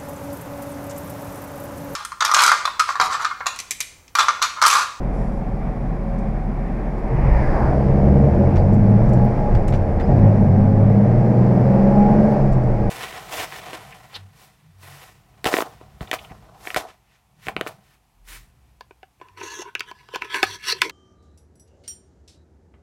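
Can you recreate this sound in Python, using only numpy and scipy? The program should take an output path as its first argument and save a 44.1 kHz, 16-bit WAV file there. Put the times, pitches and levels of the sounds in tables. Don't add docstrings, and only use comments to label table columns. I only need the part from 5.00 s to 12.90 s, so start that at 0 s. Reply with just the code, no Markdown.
import sys
import numpy as np
from scipy import signal
from scipy.fft import rfft, irfft, next_fast_len
from scipy.io import wavfile
from scipy.ndimage import uniform_filter1d

SR = 44100
rng = np.random.default_rng(int(sys.argv[2]) if len(sys.argv) > 2 else 0)


def master_out(mix):
    frames = np.transpose(np.atleast_2d(mix))
    ceiling = np.clip(frames, -1, 1)
    pcm = np.round(ceiling * 32767).astype(np.int16)
    wavfile.write(sys.argv[1], SR, pcm)


N = 348390
TIME = np.arange(N) / SR
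AGE = TIME[:SR // 4]
IDLE_HZ = 40
# frequency in Hz, level in dB.
HISS = [(3000, -2), (3700, -6), (4400, -1), (5100, 0.2), (5800, -3), (6400, -8), (7400, -9.5), (8300, -15),
        (9500, -13), (11000, -18), (13000, -25), (15000, -33.5)]


def engine():
    # time in seconds, firing rate in Hz.
    revs = [(0, 44.5), (1.1, 39.5), (2.07, 40), (2.5, 60), (3.0, 70.5), (3.25, 70.3), (3.4, 82),
            (3.6, 90.9), (3.8, 101.7), (4.2, 122.2), (4.37, 124), (4.6, 104), (5.04, 75), (5.2, 101),
            (5.31, 105.5), (5.5, 93.5), (5.6, 100), (5.8, 104.2), (6.2, 116.2), (6.5, 123.1), (6.75, 130.8),
            (6.9, 133.5), (7.1, 139.1), (7.2, 142.6), (7.32, 143), (7.4, 139.6), (7.9, 105)]
    # time in seconds, level in dB.
    roar_level = [(0, -31.5), (.45, -38), (1.55, -39.5), (2.05, -30), (2.3, -25.5), (2.7, -22), (3.45, -22),
                  (3.75, -24.5), (4.2, -22.5), (4.98, -26.5), (5.12, -21.5), (5.7, -25.5), (6.3, -22.5),
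                  (7.33, -19.5), (7.58, -25.5), (7.9, -23.5)]
    firing_hz, roar_db, throttle = in_time(revs), in_time(roar_level), pedal()
    octaves = np.log2(firing_hz / IDLE_HZ)
    cycle_hz = firing_hz / 6
    cycle = np.cumsum(cycle_hz * (1 + .0015 * drift(12))) / SR
    firing_phase = 12 * np.pi * cycle
    coasting_db, pulling_db = -35.5 + 6.5 * octaves, -15
    exhaust_db = (1 - throttle) * coasting_db + throttle * pulling_db
    return (firing_tone(firing_phase, firing_hz, throttle)
            + from_db(exhaust_db + .5 - 1.5 * octaves) * exhaust_boom(cycle, cycle_hz)
            + from_db(roar_db - 6) * growl(cycle, cycle_hz)
            + from_db(exhaust_db) * singing(cycle, cycle_hz)
            + gas_puffs(firing_phase, cycle, exhaust_db, roar_db)
            + from_db(roar_db - 41.5 + 2 * octaves) * noise(HISS)
            + gearbox(cycle, cycle_hz)
            + lugging(firing_phase, firing_hz, throttle))


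def pedal():
    # start in seconds, seconds taken to press, release in seconds, depth from 0 to 1.
    presses = [(2.06, 0.062, 2.35, 0.65), (2.42, 0.68, 4.26, 0.9), (5.055, 0.03, 7.34, 0.92)]
    release_s = .062
    travel = sum(depth * np.clip(np.minimum((TIME - down) / press, 1 - (TIME - up) / release_s), 0, 1)
                 for down, press, up, depth in presses)
    return np.clip(travel, 0, 1)


def firing_tone(firing_phase, firing_hz, throttle):
    # firing rate in Hz, level in dB with the pedal up, level in dB with it down.
    levels = [(41, -25, -16), (60, -25, -15), (72.5, -22.5, -17.5), (84.5, -20.5, -18.5), (92, -24, -18),
              (106, -24.5, -12.5), (117.4, -20, -18), (121.2, -17, -13), (130.7, -18.5, -19),
              (137.83, -16.5, -22.5)]
    # centre and half-length in seconds, change in dB.
    clutch_dips = [(4.46, .12, -9), (5.09, .04, -7)]
    hz, up_db, down_db = np.transpose(levels)
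    tone_db = (1 - throttle) * np.interp(firing_hz, hz, up_db)
    tone_db += throttle * np.interp(firing_hz, hz, down_db)
    tone_db += sum(db * swell(s, half) for s, half, db in clutch_dips)
    tone = np.sqrt(2) * from_db(tone_db + 1.5 * drift(13)) * np.sin(firing_phase + .16 * drift(13))
    return tone * (1 + .12 * drift(39))


def exhaust_boom(cycle, cycle_hz):
    # frequency in Hz, gain in dB.
    cabin = [(45, -22.5), (85, -18.5), (108, -9.5), (135, 0.5), (157, -10), (178, -11.5), (200, -1),
             (216, -5.5), (240, -23.5), (300, -23.5), (420, -27)]
    # multiple of the cycle rate, gain or cut in dB.
    order_levels = [(4, -6), (5, -4), (7, -6), (8, -1), (9, 4), (10, -2), (11, -1), (12, 2), (13, -6),
                    (14, 0), (15, 2), (16, -2), (17, 1), (18, -3), (19, -4), (20, -3)]
    return orders(cycle, cycle_hz, cabin, order_levels, rough=.3, rate=7, stop=22)


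def growl(cycle, cycle_hz):
    # frequency in Hz, gain in dB.
    bulkhead = [(220, -12), (300, -2), (400, -2), (460, 1), (500, -3), (555, 2), (610, 0), (680, -2),
                (790, -4), (824, 2), (860, -8), (1000, -16), (1300, -22)]
    # multiple of the cycle rate, gain in dB.
    order_levels = [(24, 4), (26, 2), (28, 2), (33, 2)]
    return orders(cycle, cycle_hz, bulkhead, order_levels, rough=.5, rate=5, stop=68)


def orders(cycle, cycle_hz, response, order_levels, rough, rate, stop):
    out, order_db = np.zeros(N), dict(order_levels)
    for k in range(3, stop):
        if k != 6:
            lag = .073 * k * k + .45 * rng.random()
            angle = 2 * np.pi * (k * cycle - lag)
            gain = from_db(at_hz(response, k * cycle_hz) + order_db.get(k, 0))
            wave = (1 + rough * drift(rate)) * np.cos(angle) + rough * drift(rate) * np.sin(angle)
            out += gain * wave
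    return out / np.sqrt(uniform_filter1d(out ** 2, SR // 4))


def singing(cycle, cycle_hz):
    # order, resonance in Hz, half-width in Hz, level in dB relative to the exhaust.
    crossings = [(9, 206, 11, -3.5), (11, 199, 9, -3), (12, 139, 15, 1.5), (12, 202, 9, -1.5),
                 (14, 228, 12, -9), (15, 252, 14, -13), (16, 380, 8, -15), (17, 200, 8, -9),
                 (24, 282, 8, -15), (27, 353, 25, -15), (39, 456, 9, -13), (41, 572, 14, -8),
                 (44, 608, 14, -13), (36, 824, 14, -14)]
    out, rough = np.zeros(N), .25
    for k, hz, half, db in crossings:
        wave = np.sin(2 * np.pi * k * cycle + rough * drift(30)) * (1 + rough * drift(26))
        nearness = bell(k * cycle_hz, hz, half)
        out += from_db(db) * resonate(nearness * wave, hz, width=1.2 * half)
    return np.sqrt(2) * out


def gas_puffs(firing_phase, cycle, exhaust_db, roar_db):
    # frequency in Hz, width in Hz, relative level in dB.
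    cabin_modes = [(136.5, 39, -6.5), (195.4, 48.4, -2.5)]
    # frequency in Hz, width in Hz, relative level in dB.
    panel_modes = [(461.3, 36, 0.5), (550.3, 27, -1), (610.6, 52, 1.5), (740, 110, -3), (826, 12, -8.5),
                   (1598, 100, -19), (1869, 90, -22)]
    # frequency in Hz, level in dB.
    roar_colour = [(270, 1.5), (350, 2), (480, -7.5), (600, -3), (720, -6), (810, -14), (900, -12),
                   (1100, -19.5), (1400, -25), (1600, -23), (2300, -30), (2800, -36.5), (3300, -42)]
    puffs = 1 + .25 * np.cos(firing_phase) + .11 * np.cos(2 * np.pi * cycle)
    flutter = from_db(exhaust_db - 9.5) * ringing(puffs * rng.standard_normal(N), cabin_modes)
    panels = from_db(roar_db - 8) * ringing(puffs * rng.standard_normal(N), panel_modes, patchy_db=1.5)
    roar = from_db(roar_db - 5) * rms_one(puffs * noise(roar_colour))
    return flutter + panels + roar


def lugging(firing_phase, firing_hz, throttle):
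    # frequency in Hz, width in Hz, relative level in dB.
    floor_modes = [(230.5, 40, 2), (285.7, 55, 3.5), (338, 49, -2), (404, 51, -3), (455, 45, 2.5),
                   (586, 34, -4.5), (682, 66, -6)]
    blows = ((1 + np.cos(firing_phase)) / 2) ** 3 * rng.standard_normal(N)
    strain = throttle * bell(firing_hz, centre=77, half=13)
    return from_db(-25.5) * strain * ringing(blows, floor_modes)


def gearbox(cycle, cycle_hz):
    # multiple of the cycle rate, level in dB before the path.
    gear_tones = [(5.37, -4.5), (8.7, -1), (10.78, -3), (15.2, -3), (19.25, -2), (25.08, 0), (31.9, -5)]
    # frequency in Hz, gain in dB.
    path = [(90, -39), (125, -31), (165, -34), (200, -29), (240, -44), (295, -35), (330, -43), (375, -37),
            (425, -39), (462, -29), (485, -37), (505, -33), (530, -33), (555, -23), (574, -34),
            (596, -26.5), (620, -35), (700, -37), (765, -30), (800, -39)]
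    start_s, end_s, rough = 5.1, 7.45, .17
    engaged = np.clip(np.minimum(TIME - start_s, end_s - TIME) / .1, 0, 1)
    out = np.zeros(N)
    for k, db in gear_tones:
        gain = from_db(db + at_hz(path, k * cycle_hz)) * (1 + rough * drift(16))
        out += gain * np.sin(2 * np.pi * k * cycle + rough * drift(7.1))
    return engaged * np.sqrt(2) * out


def road():
    # frequency in Hz, level in dB.
    tyre_colour = [(60, 0), (90, -14), (130, -2), (215, -2), (280, -13), (470, -18.5), (550, -17),
                   (780, -15), (900, -23), (1050, -23.5), (1350, -31), (2300, -34), (2900, -49.5),
                   (3500, -45.5)]
    # frequency in Hz, width in Hz, relative level in dB.
    hum_modes = [(551.7, 10, -3.5), (746.5, 22, -2), (212, 44, 6)]
    # frequency in Hz, level in dB.
    shake_colour = [(12, -13), (22, 5), (40, -3.5), (65, -8), (95, -9), (150, -16.5)]
    # time in seconds, level in dB.
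    shake_level = [(0, -27.5), (1.9, -35.5), (2.35, -17.5), (3.1, -23.5), (3.65, -22.5), (4.15, -19.5),
                   (5.2, -19.5), (5.55, -25), (6.2, -28.5), (6.8, -23), (7.9, -21.5)]
    tyres = from_db(-27 + drift(6.9)) * noise(tyre_colour)
    hum = from_db(-35.5) * ringing(rng.standard_normal(N), hum_modes)
    air = from_db(-68 + .5 * drift(25)) * noise(HISS)
    shake = from_db(in_time(shake_level)) * noise(shake_colour)
    return tyres + hum + air + shake


def body():
    # centre and half-length in seconds, level in dB, pitch in Hz.
    bumps = [(2.175, .04, -24, 46), (2.318, .04, -23, 54), (2.3, .09, -22, 130), (3.595, .025, -14, 42),
             (4.09, .045, -21, 54), (4.565, .028, -14.5, 54), (4.57, .04, -21, 135), (4.74, .04, -20, 132),
             (5.095, .025, -21, 200), (5.13, .035, -14, 134), (5.23, .04, -20, 26), (7.5, .05, -21, 27)]
    # centre and half-length in seconds, pitch in Hz, wavers per second, level in dB.
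    buzzes = [(.36, .12, 554, 25, -38), (1.1, .14, 550, 35, -42), (4.22, .1, 825, 15, -32.5),
              (4.47, .07, 830, 20, -33), (7.04, .08, 824, 5, -24)]
    rumble = from_db(-6) * noise([(35, 8), (65, -4.5), (140, 1.5), (220, -14.5)])
    thumps = sum(from_db(db) * swell(s, half) * (wavering(hz, rate=15, radians=.59) + rumble)
                 for s, half, db, hz in bumps)
    return thumps + sum(from_db(db) * swell(s, half) * wavering(hz, rate, radians=.7)
                        for s, half, hz, rate, db in buzzes)


def traffic():
    # frequency in Hz, level in dB.
    sizzle_colour = [(2600, -1), (3700, -8), (4400, -0.5), (5000, 3), (5700, -3.5), (6500, -10),
                     (8000, -15), (9500, -10.5), (13000, -25)]
    # frequency in Hz, level in dB.
    swish_colour = [(500, -10.5), (800, 0), (1050, -3.5), (1350, -12.5), (1750, -8), (2300, -19.5),
                    (3000, -36), (5000, -38.5), (10000, -46)]
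    # moment of passing and half-length in seconds, level in dB, band centre in Hz.
    swishes = [(1.8, .2, -47, 2250), (2.39, .18, -36, 2220), (2.38, .22, -32, 730),
               (2.65, 0.08, -25.5, 610), (2.6, .12, -35, 1320), (.3, 0.1275, -46, 990)]
    out = from_db(-57.5) * swell(2.52, .23) * noise(sizzle_colour)
    for s, half, db, hz in swishes:
        swish = resonate(noise(swish_colour), hz, .5 * hz)
        doppler = 1 - .08 * np.tanh((TIME - s) / half)
        passing = np.interp(np.cumsum(doppler), np.arange(N), swish)
        out += from_db(db) * swell(s, half) * rms_one(passing)
    return out


def gear_lever():
    # start in seconds, level in dB.
    clunks = [(3.558, -37), (3.568, -35.5), (4.55, -37), (4.683, -37), (4.724, -35), (4.736, -34),
              (4.746, -36), (4.998, -37), (5.008, -35)]
    # frequency in Hz, relative level in dB, seconds to fall 60 dB.
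    lever_modes = [(1050, -3, .05), (1250, -2, .05), (1530, 0, .05), (1770, 2, .05), (1960, 0, .05),
                   (2210, -1, .045), (2450, -6, .04), (2740, -13, .04), (3700, -15, .04)]
    out = np.zeros(N)
    for s, db in clunks:
        thud = from_db(-1) * decay(.07) * steep_band(rng.standard_normal(len(AGE)), hz=1300, width=1700)
        add(out, s, from_db(db) * (struck(lever_modes) + thud))
    return out


def trim_ticks():
    # start in seconds, crack level in dB, its centre in Hz, its seconds to fall 60 dB,
    # ring level in dB.
    ticks = [(1.185, -62, 5500, .1, -58), (1.98, -61, 4500, .08, -64), (3.729, -59, 8000, 0.078, -58),
             (3.741, -58, 8000, .06, -61), (4.056, -64, 7000, 0.026, -63), (4.091, -55, 7000, 0.033, -56),
             (4.132, -49.5, 7000, .05, -51), (4.549, -47, 4300, .075, -57), (4.68, -43, 7000, .06, -50),
             (4.701, -55, 6500, .06, -54), (4.738, -50, 3850, 0.14, -53), (4.754, -54, 5500, .1, -56),
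             (7.52, -61, 7500, .08, -54), (7.53, -56, 7500, .06, -54), (7.636, -61, 5500, .06, -60)]
    # frequency in Hz, relative level in dB, seconds to fall 60 dB.
    metal_modes = [(4300, -5, .08), (4650, -3, .09), (5566, 0, .13), (5850, -5, .07), (6912, -5, .07),
                   (7450, -3, .1), (9378, -6, .06), (10340, -5, .05)]
    out = np.zeros(N)
    for s, db, hz, t60, ring_db in ticks:
        crack = decay(t60) * steep_band(rng.standard_normal(len(AGE)), hz, .8 * hz)
        add(out, s, from_db(db) * crack + from_db(ring_db) * struck(metal_modes))
    return out


def rattle():
    # start in seconds, level in dB, pitch in Hz.
    touches = [(3.557, -53.5, 5600), (3.566, -56, 5600), (3.573, -56, 4950), (3.58, -53, 4500),
               (3.596, -57, 4500)]
    out, t60 = np.zeros(N), .09
    for s, db, hz in touches:
        crack = from_db(-3) * decay(t60) * rms_one(resonate(rng.standard_normal(len(AGE)), hz, hz / 4))
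        ring = struck([(hz, 0, t60), (hz * 1.05, -4, t60)])
        add(out, s, from_db(db) * (ring + crack))
    return out


def squeaks():
    # start and length in seconds, first and last pitch in Hz, level in dB.
    glides = [(4.232, .04, 10900, 12500, -59), (7.3, .05, 11200, 11400, -62),
              (3.725, .035, 7400, 7550, -59), (5.015, .05, 4750, 5050, -53)]
    out = np.zeros(N)
    for s, length, start_hz, end_hz, db in glides:
        along = np.clip((TIME - s) / length, 0, 1)
        hz = (start_hz + (end_hz - start_hz) * along) * (1 + .025 * drift(300))
        out += from_db(db) * np.sin(np.pi * along) * np.sin(2 * np.pi * np.cumsum(hz) / SR)
    return out


def faint_swish():
    # time in seconds, level in dB.
    level = [(.08, -90), (.15, -63), (.22, -63.5), (.38, -69), (.5, -90)]
    # frequency in Hz, level in dB.
    colour = [(4000, -3), (5700, 1), (6600, -7.5), (7400, -1.5), (8300, -8.5), (9400, -1), (10500, -7.5),
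              (13000, -14)]
    return from_db(in_time(level)) * noise(colour)


def electrical_whine():
    # frequency in Hz, level in dB.
    tones = [(8781, -85), (11718, -83)]
    return sum(from_db(db) * np.sin(2 * np.pi * hz * TIME) for hz, db in tones)


def from_db(db):
    return 10 ** (np.asarray(db) / 20)


def rms_one(x):
    return x / np.sqrt(np.mean(x ** 2) + 1e-20)


def in_time(rows):
    return np.interp(TIME, *np.transpose(rows))


def at_hz(points, hz):
    f, db = np.transpose(points)
    return np.interp(np.log(hz), np.log(f), db)


def bell(x, centre, half):
    return np.exp(-.5 * ((x - centre) / half) ** 2)


def swell(s, half):
    return bell(TIME, s, half)


def decay(t60):
    return from_db(-60 * AGE / t60)


def drift(rate):
    step, settle = 40, 2000
    r = np.exp(-2 * np.pi * step * rate / SR)
    slow = signal.lfilter([1], [1, -2 * r, r * r], rng.standard_normal(N // step + settle + 2))[settle:]
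    return np.interp(np.arange(N) / step, np.arange(len(slow)), rms_one(slow))


def wavering(hz, rate, radians):
    return np.sqrt(2) * np.sin(2 * np.pi * (hz * TIME + rng.random()) + radians * drift(rate))


def noise(colour):
    size = next_fast_len(N)
    hz = np.maximum(np.fft.rfftfreq(size, 1 / SR), 1)
    ends = 1 / (1 + (colour[0][0] / hz) ** 8) / (1 + (hz / colour[-1][0]) ** 8)
    spectrum = rfft(rng.standard_normal(size)) * from_db(at_hz(colour, hz)) * ends
    return rms_one(irfft(spectrum, size)[:N])


def resonate(x, hz, width):
    r = np.exp(-np.pi * width / SR)
    feedback = [1, -2 * r * np.cos(2 * np.pi * hz / SR), r * r]
    return signal.lfilter(np.array([1, 0, -1]) * (1 - r * r) / 2, feedback, x)


def steep_band(x, hz, width):
    return rms_one(resonate(resonate(x, hz, width), hz, width))


def ringing(x, modes, patchy_db=0):
    return rms_one(sum(from_db(db + patchy_db * drift(3.6)) * steep_band(x, hz, width * 1.14)
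                       for hz, width, db in modes))


def struck(modes):
    hz, db, t60 = np.transpose(modes)[:, :, None]
    gain = from_db(db + 2 * rng.standard_normal(db.shape))
    hz = hz * (1 + .025 * rng.standard_normal(hz.shape))
    rings = gain * decay(t60) * np.sin(2 * np.pi * (hz * AGE + rng.random(hz.shape)))
    attack = np.minimum(AGE / .002, 1)
    return attack * rings.sum(0) * np.sqrt(2 / np.sum(gain ** 2))


def add(out, s, sound):
    part = out[int(s * SR):][:len(sound)]
    part += sound[:len(part)]


def scene():
    driving = engine() + road() + body() + traffic()
    fittings = trim_ticks() + rattle() + gear_lever() + squeaks()
    return (driving + fittings + faint_swish() + electrical_whine())[None]


def record(dry):
    # frequency in Hz, level in dB.
    self_noise = [(500, -0.5), (8000, -1), (11000, -2), (14500, -3.5)]
    ceiling, cutoff_hz = .85, 15600
    heard = dry + from_db(-69.5) * noise(self_noise)
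    rounded = heard / (1 + (heard / ceiling) ** 8) ** (1 / 8)
    fade = np.clip(np.minimum(TIME, TIME[-1] - TIME) / .006, 0, 1)
    return signal.sosfilt(signal.cheby2(12, 70, cutoff_hz, fs=SR, output="sos"), rounded * fade)


dry = scene()
out = record(dry)
master_out(out)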